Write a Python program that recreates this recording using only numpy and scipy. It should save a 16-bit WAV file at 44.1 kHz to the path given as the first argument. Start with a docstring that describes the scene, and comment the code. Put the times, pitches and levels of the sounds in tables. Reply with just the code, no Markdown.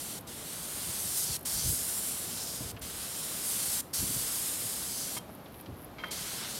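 """An airless spray gun paints a tiled roof outdoors, a few metres from the microphone.
One pass is already hissing; four more passes of shaped noise follow closely, the roof echo combing each sweep.
Under them are low thumps with soft rumble, distant traffic noise and a near cicada's filtered clicks.
Then a longer pause bares the cicada and traffic; grit crunches and loose tiles ring as noise-driven modes.
A last pass starts over the tiles and is still hissing at the end."""
import sys
import numpy as np
from scipy import signal
from scipy.fft import rfft, irfft, next_fast_len
from scipy.io import wavfile
from scipy.ndimage import uniform_filter1d, map_coordinates

SR = 44100
rng = np.random.default_rng(int(sys.argv[2]) if len(sys.argv) > 2 else 0)


def transcribe(signal):
    """Save signal, clipped to [-1, 1], as a 16-bit WAV file at the path in sys.argv[1]."""
    frames = np.atleast_2d(signal).T
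    limited = np.clip(frames, -1, 1)
    pcm = np.round(limited * 32767).astype(np.int16)
    wavfile.write(sys.argv[1], SR, pcm)


N = 290619
TIME = np.arange(N) / SR  # s


def undb(db):
    """Decibels to gain."""
    return 10 ** (np.asarray(db) / 20)


def unit(x):
    """Scale to rms 1."""
    return x / np.sqrt(np.mean(x ** 2))


def colour(x, spectrum, pitch=1):
    """Filter by (frequency [Hz], level [dB]) points, shifted by a pitch factor; the ends fall away."""
    hz, db = np.transpose(spectrum)
    log_hz = np.log(hz)
    f = np.log(np.maximum(np.fft.rfftfreq(len(x), 1 / SR), 1) / pitch)
    outside = np.abs(f - np.clip(f, log_hz[0], log_hz[-1]))
    gain = undb(np.interp(f, log_hz, db) - 20 * outside)
    return irfft(rfft(x) * gain, len(x))


def noise(spectrum, pitch=1):
    """Coloured noise of rms 1."""
    white = rng.standard_normal(next_fast_len(N, True))
    return unit(colour(white, spectrum, pitch)[:N])


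def walk(rate):
    """Random levels held 1 / rate s and slewed twice; spread near 1."""
    hold = max(int(SR / rate), 1)
    steps = np.repeat(rng.standard_normal(N // hold + 1), hold)
    return 1.3 * uniform_filter1d(uniform_filter1d(steps, hold), hold)[:N]


def contact(s, decay):
    """A touch that starts at once and dies away exponentially."""
    return (TIME >= s) * np.exp(-np.minimum(np.abs(TIME - s) / decay, 20))


def outdoors(x, wet_db, t60):
    """Add the thin, short scatter from trees and house walls, as a decaying noise tail."""
    t = TIME[:SR // 2]
    tail = rng.standard_normal(len(t)) * np.exp(-np.log(1000) * t / t60)
    return x + undb(wet_db) * signal.fftconvolve(x, tail / np.linalg.norm(tail))[:N]


# spectra of the distant traffic and the far cicadas: (frequency [Hz], relative level [dB])
TRAFFIC = [(25, -32), (40, -13.5), (60, -1.5), (100, -2), (160, 0.5), (260, -1.5), (400, -5), (700, -7),
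           (1100, -11.5), (2000, -20), (4000, -24.5), (7500, -34), (16000, -40)]
CHORUS = [(8000, -21), (10000, -6), (11300, -1), (13000, -0.5), (16000, -21)]


def suburb(traffic_db=-48, chorus_db=-63.0, surge_db=0.45, shimmer_db=1.7):
    """Distant traffic surges slowly, and far cicadas shimmer fast in the trees: two noises with moving levels."""
    traffic = noise(TRAFFIC) * undb(traffic_db + surge_db * walk(3.2))
    chorus = noise(CHORUS) * undb(chorus_db + 0.65 * walk(3.1) + shimmer_db * walk(500))
    return traffic + chorus


# spectrum of one tick: (frequency [Hz], relative level [dB])
TICK = [(7000, -37), (9500, -3), (11000, 8), (13500, 3), (16000, -14)]
# the near cicada's calls: (time [s], level [dB], length of the soft ticking before [s], snaps [count])
SNAPS = [(.210, -30, 0.09, 1), (1.373, -29, 0, 4), (2.794, -32, 0, 1), (5.350, -32, 0.05, 1),
         (5.611, -28, .091, 1), (5.846, -28, .085, 1), (6.085, -34, 0.086, 1)]
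SNAP_GAP_S = 0.019


def cicada(rib_s=0.0024, tick_s=.0085, tick_db=-8, swell_db=-8):
    """Ribs of the tymbal buckle in turn: soft pairs of ticks swell up to a snap of four."""
    clicks = np.zeros(N)
    for s, db, lead, count in SNAPS:
        for snap in s + SNAP_GAP_S * np.arange(round(count)):
            for rib, rib_db in enumerate([-1, -4, -10, -22]):
                clicks[int((snap + rib * rib_s) * SR)] += undb(db + rib_db)
        for before in np.arange(tick_s, lead, tick_s):
            for rib in range(2):
                jitter = .0003 * rng.standard_normal()  # s
                at = s - before - rib * rib_s * .7 + jitter
                soft_db = tick_db + swell_db * before / lead + 1.7 * rng.standard_normal()
                clicks[int(at * SR)] += undb(db + soft_db)
    ticks = colour(clicks, TICK)
    ticks *= clicks.max() / np.abs(ticks).max()  # keep the peak level through the filter
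    return outdoors(ticks, wet_db=-14, t60=.15)


# spectrum of a thump: (frequency [Hz], relative level [dB])
THUMP = [(25, -40), (45, -11.5), (70, -2.5), (115, -2), (200, -10.5), (400, -22), (1000, -39)]
# low thumps: (time of the peak [s], rms level [dB], half length [s])
THUMPS = [(0.891, -42.5, 0.017), (1.065, -46, .014), (1.301, -40.5, 0.0097), (1.319, -46, 0.03),
          (1.573, -43, 0.031), (1.659, -35, 0.027), (1.702, -34.5, 0.028), (1.732, -39, .005),
          (2.616, -38, 0.0093), (2.641, -44.5, 0.033), (2.759, -45, .022), (2.842, -47, 0.041),
          (2.942, -54, 0.079), (4.002, -39.5, .016), (4.034, -34, 0.012), (4.106, -36.5, .009),
          (4.168, -36.5, .009), (4.658, -47, 0.019), (5.525, -47, 0.013), (5.694, -39.5, .012),
          (5.737, -44, 0.032), (5.921, -52.5, 0.032)]
# a thump of this half length has the plain spectrum; pitch rises by this power as it gets shorter
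THUMP_HALF_S, THUMP_RISE = 0.018, 0.37
RUMBLE_DB, RUMBLE_S, RUMBLE_PITCH = -13.5, 0.091, 0.76  # level against the thump, decay, pitch factor
SOFT_THUMP_DB, SOFT_THUMP_HALF_S = -51.5, 0.01  # weaker ones come at random


def thumps(count=8):
    """Short dull bursts of noise with a deeper rumble behind them; the sharper ones reach higher."""
    out, rumble_power = np.zeros((2, N))
    t = np.arange(-SR // 8, SR // 8) / SR
    soft_times = rng.uniform(.3, N / SR - .3, count)
    soft = [(s, SOFT_THUMP_DB, SOFT_THUMP_HALF_S) for s in soft_times]
    for s, db, half in THUMPS + soft:
        swell = np.exp(-(t / half) ** 2)
        pitch = (THUMP_HALF_S / half) ** THUMP_RISE
        thump = colour(rng.standard_normal(len(t)) * swell, THUMP, pitch)
        thump *= np.linalg.norm(swell) / np.linalg.norm(thump)
        start = int((s + t[0]) * SR)
        out[start:start + len(t)] += undb(db) * thump
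        rumble_power += (undb(db + RUMBLE_DB) * contact(s, RUMBLE_S)) ** 2
    return out + np.sqrt(rumble_power) * noise(THUMP, RUMBLE_PITCH)


# spectrum of grit under a shoe: (frequency [Hz], relative level [dB])
SCRAPE = [(300, -11), (700, 4), (2300, 10.5), (4000, -2), (7000, -22), (14000, -30)]
# a tile's ring: (frequency [Hz], width [Hz], relative level [dB])
TILE = [(715, 130, 2), (990, 99, 3), (1260, 57, 4), (1600, 80, -2), (2190, 130, 9.5), (3170, 17, 8.5),
        (4080, 150, -2), (4660, 200, -5)]
# a loose tile clacks under a shoe: (time [s], grit level [dB], grit pitch [factor], ring drive level [dB])
CLACKS = [(2.766, -44.5, 1.17, -50), (5.167, -40, 1.4, -36), (5.293, -43, 0.31, -62),
          (6.037, -33, 0.8, -40.5), (6.124, -48, 0.54, -51)]
CLACK_DECAY_S, REBOUND_S, REBOUND_DB = 0.0042, 0.0058, -3
# grit crunches under a sole: (time [s], level [dB])
SCUFFS = [(5.459, -50.5), (5.543, -52), (5.599, -51.5), (5.66, -46)]
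SCUFF_DECAY_S, SCUFF_PITCH, SCUFF_RING_DB = 0.0064, 1.47, -14
# a tile grinds on its neighbour and sings: (time [s], ring drive level [dB], decay [s])
GRINDS = [(5.983, -44, 0.048), (6.055, -47.5, .1), (6.25, -50, 0.12)]
GRIND_GRIT_DB, GRIND_JUDDER_DB = -8, 0.5


def tiles():
    """Grit scrapes under a shoe, and the tile rings as it rocks, rebounds or grinds on its neighbour."""
    scrape, push = np.zeros((2, N))
    for s, grit_db, pitch, ring_db in CLACKS:
        rebound = undb(REBOUND_DB) * contact(s + REBOUND_S, CLACK_DECAY_S)
        touch = contact(s, CLACK_DECAY_S) + rebound
        scrape += undb(grit_db) * touch * noise(SCRAPE, pitch)
        push += undb(ring_db) * touch
    crunch = sum(undb(db) * contact(s, SCUFF_DECAY_S) for s, db in SCUFFS)
    grind = sum(undb(db) * contact(s, decay) for s, db, decay in GRINDS)
    grind = grind * undb(GRIND_JUDDER_DB * walk(150))
    scrape += (crunch + undb(GRIND_GRIT_DB) * grind) * noise(SCRAPE, SCUFF_PITCH)
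    push += undb(SCUFF_RING_DB) * crunch + grind
    t = TIME[:SR // 8]
    ring = np.zeros(len(t))
    for hz, width, db in TILE:
        decay = np.exp(-np.pi * width * t)
        ring += undb(db) * np.sqrt(width) * decay * np.sin(2 * np.pi * hz * t)
    rung = signal.fftconvolve(push * rng.standard_normal(N), ring / np.linalg.norm(ring))[:N]
    return outdoors(scrape + rung, wet_db=-15, t60=.2)


def bow(u, start, middle, end):
    """A smooth arc through three values as u runs from 0 to 1."""
    lift = middle - (start + end) / 2
    return start + (end - start) * u + lift * (1 - (2 * u - 1) ** 2)


# one pass of the wand: (trigger pulled [s], released [s], hiss at the start [dB], mid-pass [dB],
# at the end [dB], fan against the hiss [dB], spatter when the hiss is at SPATTER_AT_DB [dB])
PASSES = [ (-.1, 0.191, -41, -41.5, -45.5, -6, -48), (0.27, 1.369, -48, -38, -34, -7, -47.5),
          (1.453, 2.718, -34.5, -36.5, -44, -7.5, -48.5), (2.815, 3.81, -44.5, -37.5, -34.5, -6.5, -46.5),
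          (3.934, 5.188, -34, -36, -40.5, -7.5, -47.5), (6.11, 6.7, -42.5, -42.5, -42, -2, -43.5), ]
# lag of the roof reflection in each pass, as the tip dips and lifts: (start [ms], mid-pass [ms], end [ms])
SWINGS = [(0.94, 0.71, 0.77), (.68, .475, 0.765), (0.78, 0.564, 0.684), (0.71, 0.6, 0.86),
          (0.76, 0.616, 0.75), (0.75, 0.425, 0.18)]
# the flat fan turns and the hiss flares or ducks:
# (time [s], half length [s], jet change [dB], fan change [dB], spatter change [dB])
FLARES = [(1.188, .045, 3.5, 2.5, -1), (1.296, .05, -2.5, 2.5, -0.5), (1.62, 0.11, -1, 5, 1.5),
          (1.717, 0.055, 3.5, -0.5, -1.5), (2.48, 0.14, -1, 6, -1), (3.533, 0.08, 2.5, 0.5, 0.5),
          (3.735, 0.033, 2, 1, 0.5), (3.96, .04, 0.5, 3.5, 0.5), (4.978, 0.11, 0, 5, -2),
          (6.445, .04, -3, -1.5, 3.5), (6.54, 0.062, -2, 0.5, -3)]
VALVE_S = .008  # time the gun's needle takes to open or shut
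FAN_TILT_DB = 2.5  # the fan gains this at both ends of a pass, where the wand tilts
SPATTER_SHARE, SPATTER_AT_DB = 0.4, -38  # share of the hiss's swell that the spatter follows, from this level


def wand():
    """Each pass is one arc of the arm: it gives the valve opening, three levels and the reflection's lag."""
    valve, jet_db, fan_db, spatter_db, lag_ms = np.zeros((5, N))
    for (on, off, start, middle, end, fan, spatter), swing in zip(PASSES, SWINGS):
        opening = np.clip(np.minimum(TIME - on, off - TIME) / VALVE_S + .5, 0, 1)
        held = opening > 0
        u = (TIME[held] - on) / (off - on)  # progress through the pass
        hiss = bow(u, start, middle, end)
        valve += opening
        jet_db[held] = hiss
        fan_db[held] = hiss + fan + FAN_TILT_DB * (2 * u - 1) ** 2
        spatter_db[held] = spatter + SPATTER_SHARE * (hiss - SPATTER_AT_DB)
        lag_ms[held] = bow(u, *swing)
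    for s, half, jet, fan, spatter in FLARES:
        facing = np.exp(-((TIME - s) / half) ** 2)
        jet_db += jet * facing
        fan_db += fan * facing
        spatter_db += spatter * facing
    return valve, jet_db, fan_db, spatter_db, lag_ms


def roof_bounce(x, lag_ms, strength=0.22, turn_rad=1.33):
    """Add the reflection off the tiles, turned in phase; its changing lag sweeps the comb."""
    lag = lag_ms * SR / 1000  # samples
    turned = np.real(signal.hilbert(x) * np.exp(1j * turn_rad))
    echo = map_coordinates(turned, [np.arange(N) - lag], order=3)
    return (x + strength * echo) / np.sqrt(1 + strength ** 2)


# spectra of the hiss at the tip, the fan of mist and the spatter: (frequency [Hz], relative level [dB])
JET = [(4000, -36), (6000, -15), (7200, -3.5), (8700, 0.5), (10000, -0.5), (12000, -2), (14000, -7.5),
       (16000, -13.5)]
FAN = [(2000, -32), (3000, -9), (3600, -7), (4600, 2.5), (6300, 2), (7500, -2), (10000, -6)]
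SPATTER = [(300, -12), (800, -5), (1400, 0.5), (1850, -1), (2150, 0), (2450, -2), (3100, 3), (4000, 2),
           (6000, -11)]


def spray(flutter_db=0.59, droplets_db=3.5, tremor_db=0.56, patchy_db=0.5):
    """The jet hisses at the tip, the fan breaks into mist, and droplets spatter on the tiles."""
    valve, jet_db, fan_db, spatter_db, lag_ms = wand()
    jet = undb(jet_db + tremor_db * walk(18)) * noise(JET)
    fan = undb(fan_db + tremor_db * walk(12)) * noise(FAN)
    drops = rng.standard_normal(N) * undb(droplets_db * rng.standard_normal(N))
    spatter = undb(spatter_db + patchy_db * walk(14)) * unit(colour(drops, SPATTER))
    # the sheet of paint flaps as it tears up
    flow = valve * undb(flutter_db * walk(70))
    near = roof_bounce(flow * (jet + fan), lag_ms) + flow * spatter
    return outdoors(near, wet_db=-16, t60=.33)


def scene():
    """Everything reaches one microphone, the same in both channels."""
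    mono = suburb() + cicada() + thumps() + tiles() + spray()
    return np.array([mono, mono])


TOP_HZ = 15850


def record(dry):
    """The recorder cuts the top steeply, with an elliptic low-pass."""
    low_pass = signal.ellip(12, .1, 80, TOP_HZ, fs=SR, output="sos")
    return signal.sosfilt(low_pass, dry)


dry = scene()
out = record(dry)
transcribe(out)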